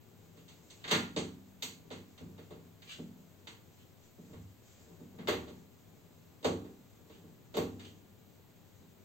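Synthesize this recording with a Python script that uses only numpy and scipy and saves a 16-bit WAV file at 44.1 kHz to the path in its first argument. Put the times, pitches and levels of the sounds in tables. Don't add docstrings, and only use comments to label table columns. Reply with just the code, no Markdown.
import sys
import numpy as np
from scipy import signal
from scipy.fft import rfft, irfft, next_fast_len
from scipy.io import wavfile
from scipy.ndimage import uniform_filter1d

SR = 44100
rng = np.random.default_rng(int(sys.argv[2]) if len(sys.argv) > 2 else 0)


def wrap_up_sound(samples):
    columns = np.atleast_2d(samples).T
    tamed = np.clip(columns, -1, 1)
    steps = np.round(tamed * 32767).astype(np.int16)
    wavfile.write(sys.argv[1], SR, steps)


N = 398663

# (per Hz, relative)
STILL_SPECTRUM = [(25, -34), (50, -22), (95, 3), (130, -1), (200, -5), (400, -11), (700, -14.5),
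                  (1500, -23), (4200, -26), (5400, -34.5), (7500, -35), (10000, -20), (13500, -27.5),
                  (16000, -25.5)]
STILL_DB = -61.5
# pitch_hz, likeness (-1 to 1)
STILL_LIKENESS = [(60, 0.23), (300, 0.14), (1300, 0.36), (4400, 0.19), (8000, 1), (14000, 0.98)]
# pitch_hz, left_minus_right_db
STILL_BALANCE = [(30,2.1), (70,7.5), (180,2.2), (550,2), (1650,0.76)]

# pitch_hz, t60_s
ROOM_DECAY = [(80, 0.8), (210, 0.57), (560, 0.19), (1470, 0.45), (3880, 0.32), (12000, 0.34)]
# pitch_hz, likeness (-1 to 1)
RING_LIKENESS = [(60,1), (200,0.97), (400,0.85), (700,0.32), (1300,-0.2), (2400,-0.014), (4400,0.02),
                 (8000,1), (15000,0.82)]
# pitch_hz, left_minus_right_db
BLOW_LEAN = [(70,0.5), (150,1), (350,-2.5), (700,-0.5), (1400,-0.5), (2800,-1), (4800,-2), (8000,-1.7),
             (13000,-5)]

# pitch_hz, level_db (relative), t60_s
BOOM_MODES = [(77.8,-3,0.74), (98.1,5,0.63), (165.6,8.5,0.51), (191.7,0,1), (234.8,4,0.54),
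              (255.8,-2.5,0.92), (291.8,-5,0.79), (336.4,-7,0.4), (378.6,-2,0.49), (421.4,-0.5,0.37),
              (447.3,5,0.33), (475,1.5,0.3), (528,-2.5,0.083), (601.3,1.5,0.26), (780,-10,0.5),
              (893,-5,0.32), (978,-9,0.13), (1120,-2,0.35)]
# pitch_hz, level_db (relative), t60_s
LEVER_MODES = [(1402,-8,0.42), (2084,11.5,0.16), (2142,10,0.31), (2700,5,0.14), (3220,5,0.18),
               (3693,14.5,0.074), (4460,-26,.25), (4590,0,0.17), (4750,-18,0.19), (6030,-17,0.33)]
# (per Hz, relative)
WOOD_SPECTRUM = [(45,-27), (100,-5), (200,0), (450,2), (620,-5), (800,-6.5), (1500,-8), (3000,-29)]
# (per Hz, relative)
METAL_SPECTRUM = [(400,2.5), (1000,2.5), (1500,0), (2000,14.5), (3500,8.5), (4650,2.5), (5050,-15),
                  (5900,-7.5), (6250,-3), (8300,-9.5), (13500,-57), (16000,-19)]
# (per Hz, relative)
RUB_SPECTRUM = [(300, 6), (1000, -4.5), (3800, -2.5), (5400, -4.5), (7500, 4.5), (15000, -72)]
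# (per Hz, relative)
CLAW_SPECTRUM = [(600,-26), (1500,-5.5), (2300,-4.5), (3100,3.5), (3700,-2), (4400,-3), (5400,-15),
                 (7000,-7.5), (13000,-27)]
# (per Hz, relative)
SPRING_SPECTRUM = [(9000,-41), (11800,-1), (13200,7), (14500,0), (16000,-6.5)]

# time_s, boom_level_db
WEIGHT_SHIFTS = [(0,-62.5), (0.8,-62.5), (1.1,-60), (1.4,-65.5), (2.35,-62), (2.7,-64.5), (3.35,-63),
                 (3.9,-67), (4.2,-81), (4.7,-70), (4.9,-55.5), (5.1,-61.5), (5.45,-49.5), (5.65,-65.5),
                 (6.75,-62), (7.45,-65), (7.8,-55), (8.05,-65)]
RUB_DB, RUB_FOLLOWS = -72, 0.26
# middle_s, half_length_s, rise_db
FUR_BRUSHES = [(0.724,0.23,6), (2.95,0.11,7), (3.68,0.38,2), (4.057,.04,6), (4.3,0.17,7.5), (4.717,.14,9)]

# start_s, metal_db, hardness_db, door_db
LEVER_JOGS = [(0.364,-65,6,-64), (0.481,-59.5,8,-72), (1.163,-39,6.5,-37), (1.904,-47,1.5,-48.5),
              (2.379,-59.5,-3,-56), (2.506,-60.5,-1,-52), (4.329,-63,-10,-57), (5.185,-55.5,-10,-55.5),
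              (5.474,-58,3,-53.5), (6.642,-66,-3,-56), (7.096,-63.5,1,-60)]
JOG_CHATTER_S, JOG_SWAY_DB, JOG_THUD_DB = 0.018, -16, -4.5
# start_s, metal_db, hardness_db
METAL_TICKS = [(0.701,-62,13.5), (0.841,-46,-6), (0.904,-44,-4), (0.926,-35.5,-9), (0.948,-37,-4),
               (2.177,-60,2), (2.82,-59,2.5), (3.471,-50,1.5), (7.795,-56.5,2)]
TICK_CHATTER_S, TICK_DOOR_DB = 0.004, -11.5
# start_s, length_s, peak_db (loudest short-term rms)
CLAW_SCRAPES = [(0.742,0.23,-62), (2.847,.11,-47), (3.757,0.075,-68.5), (7.1,0.076,-66.5), (7.8,0.087,-56)]
# stop_s, metal_db, hardness_db, door_db,
# thud_under_knock_db, spring_db, travel_s (slip to stop), first_rattle_under_stop_db
LEVER_RELEASES = [(0.911,-29,2.5,-36,2,-51,0.033,11), (1.6234,-43,11.5,-55.5,1,-54.5,0.0025,14),
                  (5.281,-36,-2,-32,20,-53,.008,-0.5), (6.445,-39,5,-30,13,-62,0.017,15),
                  (7.568,-43,4.5,-32,8.5,-54,0.027,3)]
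STOP_CHATTER_S, STOP_SWAY_DB = 0.0065, -17.5
TRAVEL_CHATTER_S, TRAVEL_DOOR_DB = 0.015, -8.5
# start_s, thud_db, sway_against_thud_db
PAW_PATS = [(0.944,-37,-22), (2.204,-50.5,-5.5), (2.985,-46,-30), (4.181,-53.5,-30), (4.295,-57,-4.5),
            (4.342,-64,13), (4.999,-53.5,-16), (5.186,-50,-29), (7.239,-57.5,-15)]
PAT_KNOCK_DB = -8.5

CLACK_DB, SNAP_DB, CLACK_LOSS_PER_DB = -1, -10, 0.29
SLAP_FIRST, EASE_FIRST = 2.1, 0.8
CUTOFF_HZ = 15800


def from_db(db):
    return np.exp(np.asarray(db) * np.log(10) / 20)


def rms_one(x):
    return x / np.sqrt(np.mean(x ** 2) + 1e-20)


def at_hz(points, hz):
    table = np.array(points)
    return np.interp(np.log(hz), np.log(table[:, 0]), table[:, 1])


def filtered(x, hz, kind, order=2):
    return signal.sosfilt(signal.butter(order, hz, kind, fs=SR, output="sos"), x)


def add(track, s, sound):
    start = max(round(s * SR), 0)
    track[..., start:start + sound.shape[-1]] += sound[..., :N - start]


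def stereo_noise(spectrum, likeness, size):
    padded = next_fast_len(size)
    mid, side = rfft(rng.standard_normal((2, padded)))
    hz = np.maximum(np.arange(len(mid)) * SR / padded, 1)
    alike = np.clip(at_hz(likeness, hz), -1, 1)
    both = np.sqrt(1 + alike) * mid + np.sqrt(1 - alike) * side * [[1], [-1]]
    coloured = both * from_db(at_hz(spectrum, hz))
    return rms_one(irfft(coloured, padded)[:, :size])


def room_ring(spectrum):
    t = np.arange(SR) / SR
    rest, out = stereo_noise(spectrum, RING_LIKENESS, SR), 0
    for hz in (90, 200, 450, 1200, 4000):
        lowpass = signal.butter(2, 1.5 * hz, fs=SR, output="sos")
        band = signal.sosfiltfilt(lowpass, rest)
        rest = rest - band
        out = out + band * from_db(-60 * t / at_hz(ROOM_DECAY, hz))
    return rms_one(out + rest * from_db(-60 * t / ROOM_DECAY[-1][1]))


def mode_ring(modes, swell_cycles):
    t, out = np.arange(SR) / SR, 0
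    for k, (hz, db, t60) in enumerate(modes):
        sign = (-1) ** k
        alike = np.clip(at_hz(RING_LIKENESS, hz), -1, 1)
        apart = np.arccos(alike) / 2 * np.array([[1], [-1]]) * sign
        swell = 1 - np.exp(-t * hz / swell_cycles)
        envelope = swell * from_db(db - 60 * t / t60)
        out = out + sign * envelope * np.sin(2 * np.pi * hz * t + apart)
    return rms_one(out)


def strike_level(response):
    return response / np.sqrt(np.mean(response[:, :SR // 25] ** 2))


def leaning(stereo, balance):
    padded = next_fast_len(stereo.shape[-1] + 2000)
    spectrum = rfft(stereo, padded)
    hz = np.maximum(np.arange(spectrum.shape[-1]) * SR / padded, 1)
    db = at_hz(balance, hz)
    return irfft(spectrum * from_db([db / 2, -db / 2]), padded)[:, :stereo.shape[-1]]


def still_room():
    return from_db(STILL_DB) * stereo_noise(STILL_SPECTRUM, STILL_LIKENESS, N)


def shuffling(steps_per_s=160, soft_hz=330, dense_db=0.0, catches_per_s=900):
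    t = np.arange(N) / SR
    weight_db = np.interp(t, *np.transpose(WEIGHT_SHIFTS))
    brush_db = sum(db * np.exp(-((t - s) / half_s) ** 2) for s, half_s, db in FUR_BRUSHES)
    rub_db = RUB_DB + RUB_FOLLOWS * (weight_db - weight_db.mean()) + brush_db

    chance = np.array([[steps_per_s], [catches_per_s]]) / SR
    steps, catches = rng.standard_normal((2, N)) * (rng.random((2, N)) < chance)

    wood = mode_ring(BOOM_MODES, swell_cycles=0.87) + from_db(dense_db) * room_ring(WOOD_SPECTRUM)
    soft_wood = filtered(wood, soft_hz, "low", order=1)
    boom = rms_one(signal.oaconvolve(soft_wood, steps[None], axes=1)[:, :N])
    rub = rms_one(signal.oaconvolve(room_ring(RUB_SPECTRUM), catches[None], axes=1)[:, :N])
    return from_db(weight_db) * boom + from_db(rub_db) * rub


def clicks():
    touches = [(s, db, hard_db, JOG_CHATTER_S, EASE_FIRST) for s, db, hard_db, _ in LEVER_JOGS]
    touches += [(s, db, hard_db, TICK_CHATTER_S, SLAP_FIRST) for s, db, hard_db in METAL_TICKS]
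    for s, db, hard_db, _, _, _, travel_s, softer_db in LEVER_RELEASES:
        touches.append((s - travel_s, db - softer_db, hard_db, TRAVEL_CHATTER_S, EASE_FIRST))
        touches.append((s, db, hard_db, STOP_CHATTER_S, SLAP_FIRST))
    rows = []
    for s, db, hard_db, length_s, first in touches:
        clack_db = db + CLACK_DB - CLACK_LOSS_PER_DB * hard_db
        snap_db = db + SNAP_DB + hard_db
        rows.append((s, clack_db, db, snap_db, length_s, first))
    return rows


def chatter(length_s, draws, first, uneven_db=2.5):
    when, size = draws
    force = np.zeros(SR // 10)
    at = np.clip(np.abs(when) * length_s * SR, 0, len(force) - 1).astype(int)
    force[at] = np.sign(size) * from_db(uneven_db * np.minimum(np.abs(size), 2))
    force[0] = first
    return force / np.sqrt(np.sum(force ** 2))


def handle(modes_db=-4.5, direct_db=0.5, direct_s=0.00053, clack_hz=800, tick_hz=1800, snap_hz=5400):
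    out, voices = np.zeros((2, N)), []
    modes = from_db(modes_db) * mode_ring(LEVER_MODES, swell_cycles=0.73)
    for _ in range(5):
        ring = room_ring(METAL_SPECTRUM) + modes
        clack = filtered(ring, [clack_hz, tick_hz], "band", order=2)
        tick = filtered(filtered(ring, tick_hz, "high"), snap_hz, "low", order=3)
        snap = filtered(ring, snap_hz, "high", order=4)
        voices.append(np.array([strike_level(part) for part in (clack, tick, snap)]))

    touches = clicks()
    draws = rng.standard_normal((len(touches), 2, 8))
    crack = from_db(direct_db) * np.exp(-np.arange(SR // 50) / SR / direct_s)
    for k, (s, *levels_db, length_s, first) in enumerate(touches):
        touch = np.tensordot(from_db(levels_db), voices[k % len(voices)], 1)
        force = chatter(length_s, draws[k], first)
        add(out, s, signal.fftconvolve(touch[:, :len(crack)] * crack, force[None], axes=1))
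        energy = np.interp(np.arange(SR), np.arange(len(force)), np.cumsum(force ** 2))
        add(out, s, touch * np.sqrt(energy))
    return out


def knocks():
    bumps = [(s, db) for s, _, _, db in LEVER_JOGS]
    bumps += [(s, db + TICK_DOOR_DB) for s, db, _ in METAL_TICKS]
    rows = [(s, db + JOG_SWAY_DB, db + JOG_THUD_DB, db) for s, db in bumps]
    for s, _, _, db, under_db, _, travel_s, softer_db in LEVER_RELEASES:
        stop = np.array([db + STOP_SWAY_DB, db - under_db, db])
        rows.append((s - travel_s, *(stop - softer_db + TRAVEL_DOOR_DB)))
        rows.append((s, *stop))
    return rows + [(s, db + sway_db, db, db + PAT_KNOCK_DB) for s, db, sway_db in PAW_PATS]


def door(dense_db=-2.5, swell_s=0.001, sway_hz=125, thud_hz=315, dull_hz=800):
    out, voices = np.zeros((2, N)), []
    modes = mode_ring(BOOM_MODES, swell_cycles=2.76)
    swell = 1 - np.exp(-np.arange(SR) / SR / swell_s)
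    for _ in range(4):
        ring = modes + from_db(dense_db) * swell * room_ring(WOOD_SPECTRUM)
        sway = filtered(ring, sway_hz, "low", order=4)
        thud = filtered(ring, [sway_hz, thud_hz], "band", order=3)
        knock = filtered(filtered(ring, thud_hz, "high", order=5), dull_hz, "low")
        voices.append(np.array([strike_level(part) for part in (sway, thud, knock)]))
    for k, (s, *levels_db) in enumerate(knocks()):
        add(out, s, np.tensordot(from_db(levels_db), voices[k % len(voices)], 1))
    return out


def claws(slips_per_s=1300):
    out, ring = np.zeros((2, N)), room_ring(CLAW_SPECTRUM)
    slips = rng.standard_normal(N) * (rng.random(N) < slips_per_s / SR)
    for s, length_s, db in CLAW_SCRAPES:
        start, size = round(s * SR), round(length_s * SR)
        drag = slips[start:start + size] * np.hanning(size)
        stroke = signal.fftconvolve(ring, drag[None], axes=1)
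        power = uniform_filter1d(np.mean(stroke ** 2, axis=0), size=900)
        loudest = np.sqrt(power.max() + 1e-20)
        add(out, s, from_db(db) * stroke / loudest)
    return out


def spring():
    out, ring = np.zeros((2, N)), strike_level(room_ring(SPRING_SPECTRUM))
    for s, _, _, _, _, db, _, _ in LEVER_RELEASES:
        add(out, s, from_db(db) * ring)
    return out


def scene():
    bed = still_room() + shuffling()
    blows = handle() + door() + claws() + spring()
    return leaning(bed, STILL_BALANCE) + leaning(blows, BLOW_LEAN)


def record(dry, hollow_db=-17.0):
    notch = signal.ellip(6, .5, 50, [8600, 11800], "stop", fs=SR, output="sos")
    coloured = signal.sosfilt(notch, dry) + from_db(hollow_db) * dry
    top_cut = signal.ellip(10, .2, 70, CUTOFF_HZ, fs=SR, output="sos")
    return signal.sosfilt(top_cut, coloured)


dry = scene()
out = record(dry)
wrap_up_sound(out)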